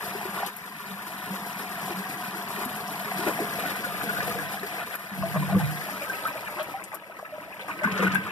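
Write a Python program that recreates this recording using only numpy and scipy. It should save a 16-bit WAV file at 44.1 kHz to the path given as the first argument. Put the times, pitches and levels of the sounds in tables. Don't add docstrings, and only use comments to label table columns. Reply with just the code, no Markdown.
import sys
import numpy as np
from scipy import signal
from scipy.fft import rfft, irfft
from scipy.io import wavfile
from scipy.ndimage import uniform_filter1d

SR = 44100
rng = np.random.default_rng(int(sys.argv[2]) if len(sys.argv) > 2 else 0)


def inscribe(sig):
    pcm = np.round(np.clip(np.atleast_2d(sig).T, -1, 1) * 32767)
    wavfile.write(sys.argv[1], SR, pcm.astype(np.int16))


N = 366471
TIME = np.arange(N) / SR
TAPS = 8192
HZ = np.fft.rfftfreq(TAPS, 1 / SR)

# (crest time [s], relative level [dB], tenfold build-up time [s])
AIR_THROBS = [(.915, -32.5, 0.018), (1.31, -29.5, 0.014), (1.98, -31, 0.085), (5.118, -29.5, 0.0065),
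              (5.178, -26, 0.0073), (5.225, -29, 0.043), (5.362, -20.5, 0.022), (5.418, -23.5, 0.04),
              (5.528, -25, 0.016), (5.558, -15.5, 0.07), (5.96, -34.5, 0.1), (7.72, -41, 0.054),
              (7.858, -22.5, 0.011), (7.925, -25, 0.024), (8.006, -17.5, .025), (8.048, -14.5, 0.062),
              (8.16, -26, 0.055)]
THROB_FALL_S = 0.078
GLIDE = .07


def rush():
    # (frequency [Hz], relative gain [dB])
    slosh_colour = [(60, -42), (130, -2), (250, 1), (500, -3.5), (900, -20.5)]
    churn_colour = [(60, -81), (300, -3.5), (580, -4.5), (1300, -0.5), (1900, 3.5), (2300, 4.5), (2800, -3),
                    (5000, -18), (7000, -17), (14000, -22)]
    spray_colour = [(1500, 2), (3000, -1.5), (4500, -1), (6500, -5), (10000, 3), (12400, 7.5), (14200, 1)]
    beat = slaps(per_s=26, fade_s=0.025)
    spatter = slaps(per_s=51, fade_s=0.009)
    clumps = slaps(per_s=10, fade_s=0.029)

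    large = swarm(264.3, 592, cycles=44.0, spread_db=3.0, rise=0.12, count=1500, size=1800)
    small = swarm(541.8, 4515, cycles=29.2, spread_db=2.0, rise=0.066, count=20000, size=900)
    loose = swarm(499.4, 2860, cycles=34, spread_db=1.8, rise=.18, count=3600, size=1500) * amp(3 * clumps)
    drops = swarm(2180, 6000, cycles=24, spread_db=2.5, rise=0.12, count=1600, size=300)
    fine = swarm(2770, 16040, cycles=32.0, spread_db=-0.5, rise=0.1, count=30000, size=120)
    wash = amp(-2) * rng.standard_normal(N)
    mist = amp(4.5) * rng.standard_normal(N)

    in_basin = nearness()[2]
    bubbles = np.sqrt(1 - 0.58 * in_basin) * small + amp(-1) * np.sqrt(in_basin) * loose + wash
    slosh = hollows(colour(large * amp(2.1 * beat), read(slosh_colour)))
    churn = hollows(colour(bubbles * amp(0.55 * beat * (1 - in_basin)), read(churn_colour)))
    stirred = (fine + mist) * amp(1.63 * beat + 1.0 * spatter)
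    spray = colour(stirred + amp(-2.5) * drops, read(spray_colour))

    run_out = np.clip((TIME - 5.99) / 1, 0, 1)
    rocked = amp(-16.0) * swells(AIR_THROBS, THROB_FALL_S)
    sloshing = np.hypot(flowing(db=-47.0, follows=1.02, surges=2.3), rocked)
    churning = flowing(db=-34.0, follows=0.6, surges=1.25) * amp(-4 * in_basin * run_out)
    spraying = flowing(db=-37.0, follows=0.72, surges=1.0) * amp(-10 * run_out)
    near_water = sloshing * steadied(slosh, 0.99) + churning * slackened(steadied(churn, 0.19))
    return near_water + spraying * steadied(spray, 0.93)


def gulps():
    # (time [s], relative peak [dB], starting pitch [Hz], time to ring down 60 dB [s])
    big_bubbles = [(.148, -28.5, 394, 0.055), (.212, -26.5, 810, 0.027), (0.253, -28.5, 362, 0.051),
                   (.43, -21.5, 790, 0.04), (1.906, -26, 335, 0.057), (2.658, -25, 245, 0.059),
                   (3.117, -24.5, 720, 0.028), (3.191, -20, 299, 0.026), (3.265, -17.5, 333, 0.028),
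                   (3.279, -19.5, 304, 0.081), (3.39, -20.5, 675, 0.028), (3.402, -22.5, 307, 0.058),
                   (3.636, -23.5, 723, 0.069), (3.84, -25.5, 1413, 0.063), (4.088, -23.5, 1433, 0.069),
                   (4.168, -22.5, 1480, .03), (4.204, -16, 1664, 0.03), (4.225, -31.5, 451, 0.12),
                   (4.274, -28, 702, 0.051), (4.278, -29, 467, .05), (4.309, -26.5, 1215, 0.056),
                   (4.355, -31, 460, 0.071), (4.386, -28, 1630, 0.086), (4.541, -26, 760, 0.038),
                   (4.63, -28, 399, 0.053), (4.828, -39, 732, 0.032), (5.225, -23.5, 1040, 0.019),
                   (5.232, -22, 650, 0.16), (5.358, -27.5, 623, 0.067), (5.424, -26, 980, 0.049),
                   (5.491, -30, 804, 0.18), (5.522, -26.5, 658, 0.064), (5.544, -27, 100, 0.073),
                   (5.55, -25.5, 1130, .04), (5.596, -29, 850, .09), (6.096, -22, 1543, 0.062),
                   (6.241, -30, 880, .04), (6.252, -18.5, 1270, 0.048), (6.261, -21, 1520, 0.051),
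                   (6.303, -26.5, 975, 0.026), (6.354, -29, 644, 0.056), (6.569, -30, 1020, 0.05),
                   (6.595, -26.5, 602, 0.09), (6.74, -25.5, 760, 0.11), (7.097, -34, 646, 0.033),
                   (7.227, -28, 650, 0.032), (7.322, -37, 606, 0.16), (7.38, -32, 590, 0.029),
                   (7.419, -33, 980, 0.022), (7.476, -34.5, 653, 0.067), (7.817, -28, 606, 0.099),
                   (7.845, -20, 210, .09), (7.842, -15.5, 1496, 0.056), (7.874, -20, 1030, 0.03),
                   (7.991, -24, 507, .08), (8.025, -24.5, 473, 0.11), (8.066, -13, 1450, 0.019),
                   (8.155, -8.5, 1540, 0.025)]
    # (time [s], relative rms level [dB], middle pitch [Hz], length [s])
    air_tears = [(0.367, -35.5, 1000, 0.081), (0.445, -37.5, 3000, 0.031), (3.266, -27.5, 614, 0.049),
                 (3.384, -33.5, 420, 0.042), (4.006, -28.5, 1360, 0.015), (5.343, -29, 990, 0.03),
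                 (5.488, -33, 900, 0.02), (5.517, -32, 860, 0.011), (5.599, -31, 1010, 0.017),
                 (6.476, -36.5, 945, 0.032), (6.582, -30.5, 1220, 0.031), (6.593, -36.5, 2460, 0.029),
                 (6.926, -36, 1020, 0.031), (7.188, -34, 1010, 0.013), (7.593, -37.5, 2000, 0.032),
                 (7.68, -30, 1290, 0.037), (7.834, -24, 1274, 0.022), (7.914, -38.5, 3600, 0.012),
                 (7.965, -30, 1450, 0.063), (7.976, -36.5, 3700, 0.018), (8.021, -22, 1280, 0.028),
                 (8.026, -43, 3670, 0.021), (8.07, -26.5, 1400, .015), (8.117, -38, 3870, .014),
                 (8.146, -28, 1510, 0.027), (8.15, -26.5, 1760, 0.0082), (8.263, -32.5, 1350, 0.029)]
    t = np.arange(SR // 6) / SR
    tones, clusters = np.zeros((2, N))
    for s, db, hz, ring_s in big_bubbles:
        swell = 1 - np.exp(-t / (.04 * ring_s))
        tone = swell * bubble(t, hz, ring_s, GLIDE)
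        add(tones, s, amp(db) * tone / abs(tone).max())
    for s, db, hz, length in air_tears:
        add(clusters, s, amp(db) * splutter(t, hz, length, cycles=19.4, spray_db=-11.5, count=26))
    water = rebounds(tones + amp(-1) * clusters)
    ringing = .3
    return (1 - ringing) * water + ringing * hollows(water)


def trapways():
    # (frequency [Hz], width [Hz], relative level [dB])
    trap_modes = [(196.7, 15, 21)]
    hum_levels = [-42, -43.5, -51.5, -40]
    unevenness = amp(1.84 * slaps(per_s=9.4, fade_s=0.075))
    hum = by_hollow(hum_levels) * flowing(db=-1, follows=0.96, surges=0.36) * unevenness
    throb = swells(AIR_THROBS, THROB_FALL_S)
    booming = np.hypot(hum, amp(-10.0) * throb) * boom(trap_modes, lowest_hz=144.0, skirt_db=22.0)
    return booming + amp(-3.5) * throb * note(190)


def siphons():
    # (frequency [Hz], width [Hz], relative level [dB])
    pipe_modes = [(75.4, 19, -13), (116.6, 8.1, 9), (150.5, 12, 11)]
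    drone_levels = [-88, -54, -53.5, -45]
    # (crest time [s], relative level [dB], tenfold build-up time [s])
    siphon_pulls = [(4.25, -39, .55), (4.44, -40, 0.24), (5.21, -29, 0.051), (5.39, -24, 0.098),
                    (5.56, -23.5, 0.13), (5.63, -21.5, 0.067), (8.15, -37, 0.2)]
    drone = by_hollow(drone_levels) * flowing(db=-2.5, follows=0.97, surges=0.33)
    pull = swells(siphon_pulls, fall_s=0.15)
    booming = np.hypot(drone, amp(-9.5) * pull) * boom(pipe_modes, lowest_hz=54, skirt_db=19)
    return booming + amp(-5) * pull * note(151)


def spits():
    # (time [s], relative level [dB], centre pitch [Hz])
    china_drops = [(0.463, -35, 11400), (0.565, -38, 12500), (2.651, -33.5, 11700), (4.953, -35, 12100),
                   (6.272, -37, 13200), (6.6285, -39, 11600), (6.8387, -40, 9400), (6.945, -34, 12200),
                   (8.146, -34, 10900)]
    t, out = np.arange(SR // 6) / SR, np.zeros(N)
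    for s, db, hz in china_drops:
        ring = bubble(t, hz, 0.001, rise=0)
        shower = evened(signal.fftconvolve(rng.standard_normal(len(t)), ring)[:len(t)])
        add(out, s, amp(db - 60 * t / 0.058) * shower)
    return amp(7.5) * out


def swarm(low_hz, high_hz, cycles, spread_db, rise, count, size):
    when, pitch, loudness, damping = rng.random((count, 4)).T[:, :, None]
    hz = low_hz * (high_hz / low_hz) ** pitch
    spread = amp(spread_db * np.minimum(-np.log(1 - loudness), 4))
    height = spread * np.sqrt(hz) * rng.choice([-1, 1], (count, 1))
    t60 = cycles * (.5 + damping) / hz
    rings = height * bubble(*map(np.float32, (np.arange(size) / SR, hz, t60, rise)))
    places = (when * N).astype(int) + np.arange(size)
    return evened(np.bincount(places.ravel(), rings.ravel(), N)[:N])


def bubble(t, hz, t60, rise):
    swell = 1 - np.exp(-2 * hz * t)
    return swell * np.sin(2 * np.pi * hz * t * (1 + rise * t / t60)) * amp(-60 * t / t60)


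def splutter(t, middle_hz, length, cycles, spray_db, count):
    progress = (np.arange(count) + rng.random(count))[:, None] / count
    size = rng.permutation(np.linspace(-1, 1, count))[:, None]
    octaves = .42 * (size + size ** 3) + .45 * (progress - .5)
    hz = middle_hz * 2 ** octaves
    pops = bubble(np.maximum(t - progress * length, 0), hz, cycles / hz, GLIDE)
    run = (rng.choice([-1, 1], (count, 1)) * amp(-5 * progress) * hz ** 1.1 * pops).sum(0)
    spray = amp(spray_db - 10 * (t / length) ** 2) * rng.standard_normal(len(t))
    return run / np.sqrt(np.sum(run ** 2) / (length * SR)) + spray


def boom(modes, lowest_hz, skirt_db):
    response = sum(amp(db) / np.hypot(1, 2 * (HZ - hz) / width) for hz, width, db in modes)
    octaves_below = np.maximum(np.log2(lowest_hz / (HZ + 1)), 0)
    octaves_above = np.maximum(np.log2((HZ + 1) / 250), 0)
    response_db = 20 * np.log10(response) - skirt_db * (octaves_below + octaves_above)
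    slugs = swarm(51.2, 590, cycles=2.55, spread_db=1.0, rise=0, count=900, size=1500)
    return steadied(colour(slugs, np.maximum(response_db, -100)), .09)


def note(hz):
    return np.sqrt(2) * np.sin(2 * np.pi * hz * TIME + wander(per_s=20, turn=.5))


def hollows(x):
    # (centre with the water level [Hz], width [Hz], relative lift [dB])
    top_bowl = [(415.4, 22, 12), (714, 99, 12), (988, 150, 10), (1135, 34, 5), (1220, 88, 4.5),
                (1417, 110, 5), (1735, 440, 4)]
    middle_bowl = [(468, 80, 7.5), (702, 70, 12), (1020, 23, 8.5), (1216, 21, 7.4), (1480, 72, 3.9),
                   (1670, 580, 4.4)]
    basin = [(614, 110, 8.5), (962, 45, 8.4), (1275, 38, 12.3)]
    open_drain = [(445, 30, 10), (820, 130, -6.5), (1000, 45, 5.5), (1245, 50, 8), (1490, 50, 7),
                  (1730, 55, 6)]
    rocking = 0.017
    out, rock = np.zeros(N), np.sin(wander(per_s=14, turn=0.98))
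    tilt = rock * abs(rock)
    for share, modes in zip(nearness(), [top_bowl, middle_bowl, basin, open_drain]):
        for side in (-1, 0, 1):
            lift_db = sum(db / (1 + (2 * (HZ - hz * (1 + side * rocking)) / width) ** 2)
                          for hz, width, db in modes)
            blend = np.maximum(1 - abs(tilt - side), 0)
            out += colour(x * share * blend, lift_db - 3.5)
    return out


def rebounds(x):
    t = np.arange(TAPS) / SR
    tail = rng.standard_normal(TAPS) * amp(-60 * t / .11)
    return x + amp(-7) * signal.oaconvolve(x, tail / np.linalg.norm(tail))[:N]


def nearness():
    lower = np.interp(TIME, [3.2, 3.6], [0, 1])
    lowest = np.interp(TIME, [5.75, 6.0], [0, 1])
    emptied = np.interp(TIME, [7.825, 7.84], [0, 1])
    return 1 - lower, lower * (1 - lowest), lowest * (1 - emptied), emptied


def by_hollow(levels_db):
    return sum(amp(db) * share for db, share in zip(levels_db, nearness()))


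def flowing(db, follows, surges):
    # (time [s], level relative to the full rush [dB])
    flow_points = [(0, -2), (.47, -1), (.51, -10.5), (.74, -8), (1.35, -1.5), (2.9, -0.5), (3.35, 4),
                   (3.85, 1), (4.25, 4.5), (4.82, -6), (5.03, -9.5), (5.25, -2.5), (6.2, 0.5), (6.7, -1),
                   (7.05, -10), (7.5, -5.5), (7.8, 1), (8.3, -3)]
    # (start [s], length [s], lift before the layer's scaling [dB])
    heaps = [(0.294, 0.14, 2), (1.72, 0.21, 2), (2.496, 0.15, 2.5), (3.125, 0.16, 3), (3.523, 0.2, 2.5),
             (4.648, 0.19, 5.5), (4.898, 0.056, 7), (7.785, 0.288, 4.5), (8.076, 0.065, 6.5)]
    break_s = 0.0091
    heaped_db = sum(np.interp(TIME, [s, s + length, s + length + break_s], [0, lift, 0])
                    for s, length, lift in heaps)
    flow_db = np.interp(TIME, *np.transpose(flow_points))
    return amp(db + follows * flow_db + surges * heaped_db)


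def slackened(x):
    slack_s, refill_s, deep_hz = .49, 0.68, 760
    dip = amp(-16 * (TIME > slack_s) * np.exp(-abs(TIME - slack_s) / refill_s))
    deep = signal.sosfiltfilt(signal.butter(2, deep_hz, fs=SR, output="sos"), x)
    return x + (dip - 1) * deep


def slaps(per_s, fade_s):
    hits = (rng.random(N) < per_s / SR) * rng.uniform(0.76, 1, N)
    energy = signal.lfilter([1], [1, -np.exp(-1 / (fade_s * SR))], hits)
    beat = np.sqrt(abs(energy))
    return evened(beat - uniform_filter1d(beat, SR // 6))


def swells(rows, fall_s):
    t = TIME[::32]
    each = [amp(db) * 10 ** -np.minimum(np.maximum((s - t) / build_s, (t - s) / fall_s), 10)
            for s, db, build_s in rows]
    return np.interp(TIME, t, np.linalg.norm(each, axis=0))


def wander(per_s, turn):
    steps = rng.standard_normal(size=1000)
    return np.interp(TIME * per_s, np.arange(len(steps)), turn * np.cumsum(steps))


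def amp(db):
    return 10 ** (np.asarray(db) / 20)


def evened(x):
    return x / np.sqrt(np.mean(x ** 2) + 1e-20)


def steadied(x, seconds):
    window = np.hanning(max(int(seconds * SR), 9))
    power = signal.oaconvolve(x ** 2, window / window.sum(), "same")
    return x / np.sqrt(abs(power) + 1e-3 * power.mean())


def read(points):
    hz, value = np.transpose(points)
    return np.interp(np.log(HZ + 1), np.log(hz), value)


def add(mix, s, sound):
    part = mix[max(round(s * SR), 0):][:len(sound)]
    part += sound[:len(part)]


def colour(x, db):
    cepstrum = irfft(np.log(amp(db)))
    cepstrum[1:TAPS // 2] *= 2
    cepstrum[TAPS // 2 + 1:] = 0
    return signal.oaconvolve(x, irfft(np.exp(rfft(cepstrum))))[:N]


def widened(x, lag_rad=0, left_db=0):
    # (frequency [Hz], likeness [0-1])
    channel_likeness = [(60, .7), (150, .96), (330, .96), (450, .8), (700, .95), (1050, .99), (4200, .88),
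                        (6400, .75), (7400, .2)]
    # (frequency [Hz], left minus right before left_db [dB])
    channel_balance = [(60, -2), (130, 0), (200, 1.3), (1000, .8), (1700, 2), (6500, 1.5), (8000, 5.5),
                       (10000, 11), (13500, 18)]
    delay_s = .000465
    t = np.arange(TAPS) / SR
    smear = rfft(rng.standard_normal(TAPS) * amp(-60 * t / .05))
    lag = np.maximum(2 * np.pi * HZ * delay_s - np.pi, 0)
    same = read(channel_likeness) * (1 - .6 * np.sin(lag) ** 2)
    right_gain = 1 / amp(read(channel_balance) + left_db)
    direct = irfft(right_gain * same * np.exp(-1j * (lag + lag_rad)))
    diffuse = 2 * np.fft.ifft(right_gain * np.sqrt(1 - same ** 2) * smear / abs(smear), TAPS)
    straight, blurred = [signal.oaconvolve(x, np.roll(taps, TAPS // 2))[TAPS // 2:][:N]
                         for taps in (direct, diffuse)]
    drifting = (blurred * np.exp(1j * wander(90, 1.3))).real
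    return np.array([x, straight + drifting])


def scene():
    water = widened(rush() + trapways() + gulps() + spits())
    return water + widened(siphons(), lag_rad=1.76, left_db=-3.0)


def record(dry):
    thinned = signal.sosfilt(signal.butter(3, 68, "high", fs=SR, output="sos"), dry)
    band_limit = signal.firwin(401, 14350, window=("kaiser", 8), fs=SR)
    return signal.oaconvolve(thinned, band_limit[None], "same")


dry = scene()
out = record(dry)
inscribe(out)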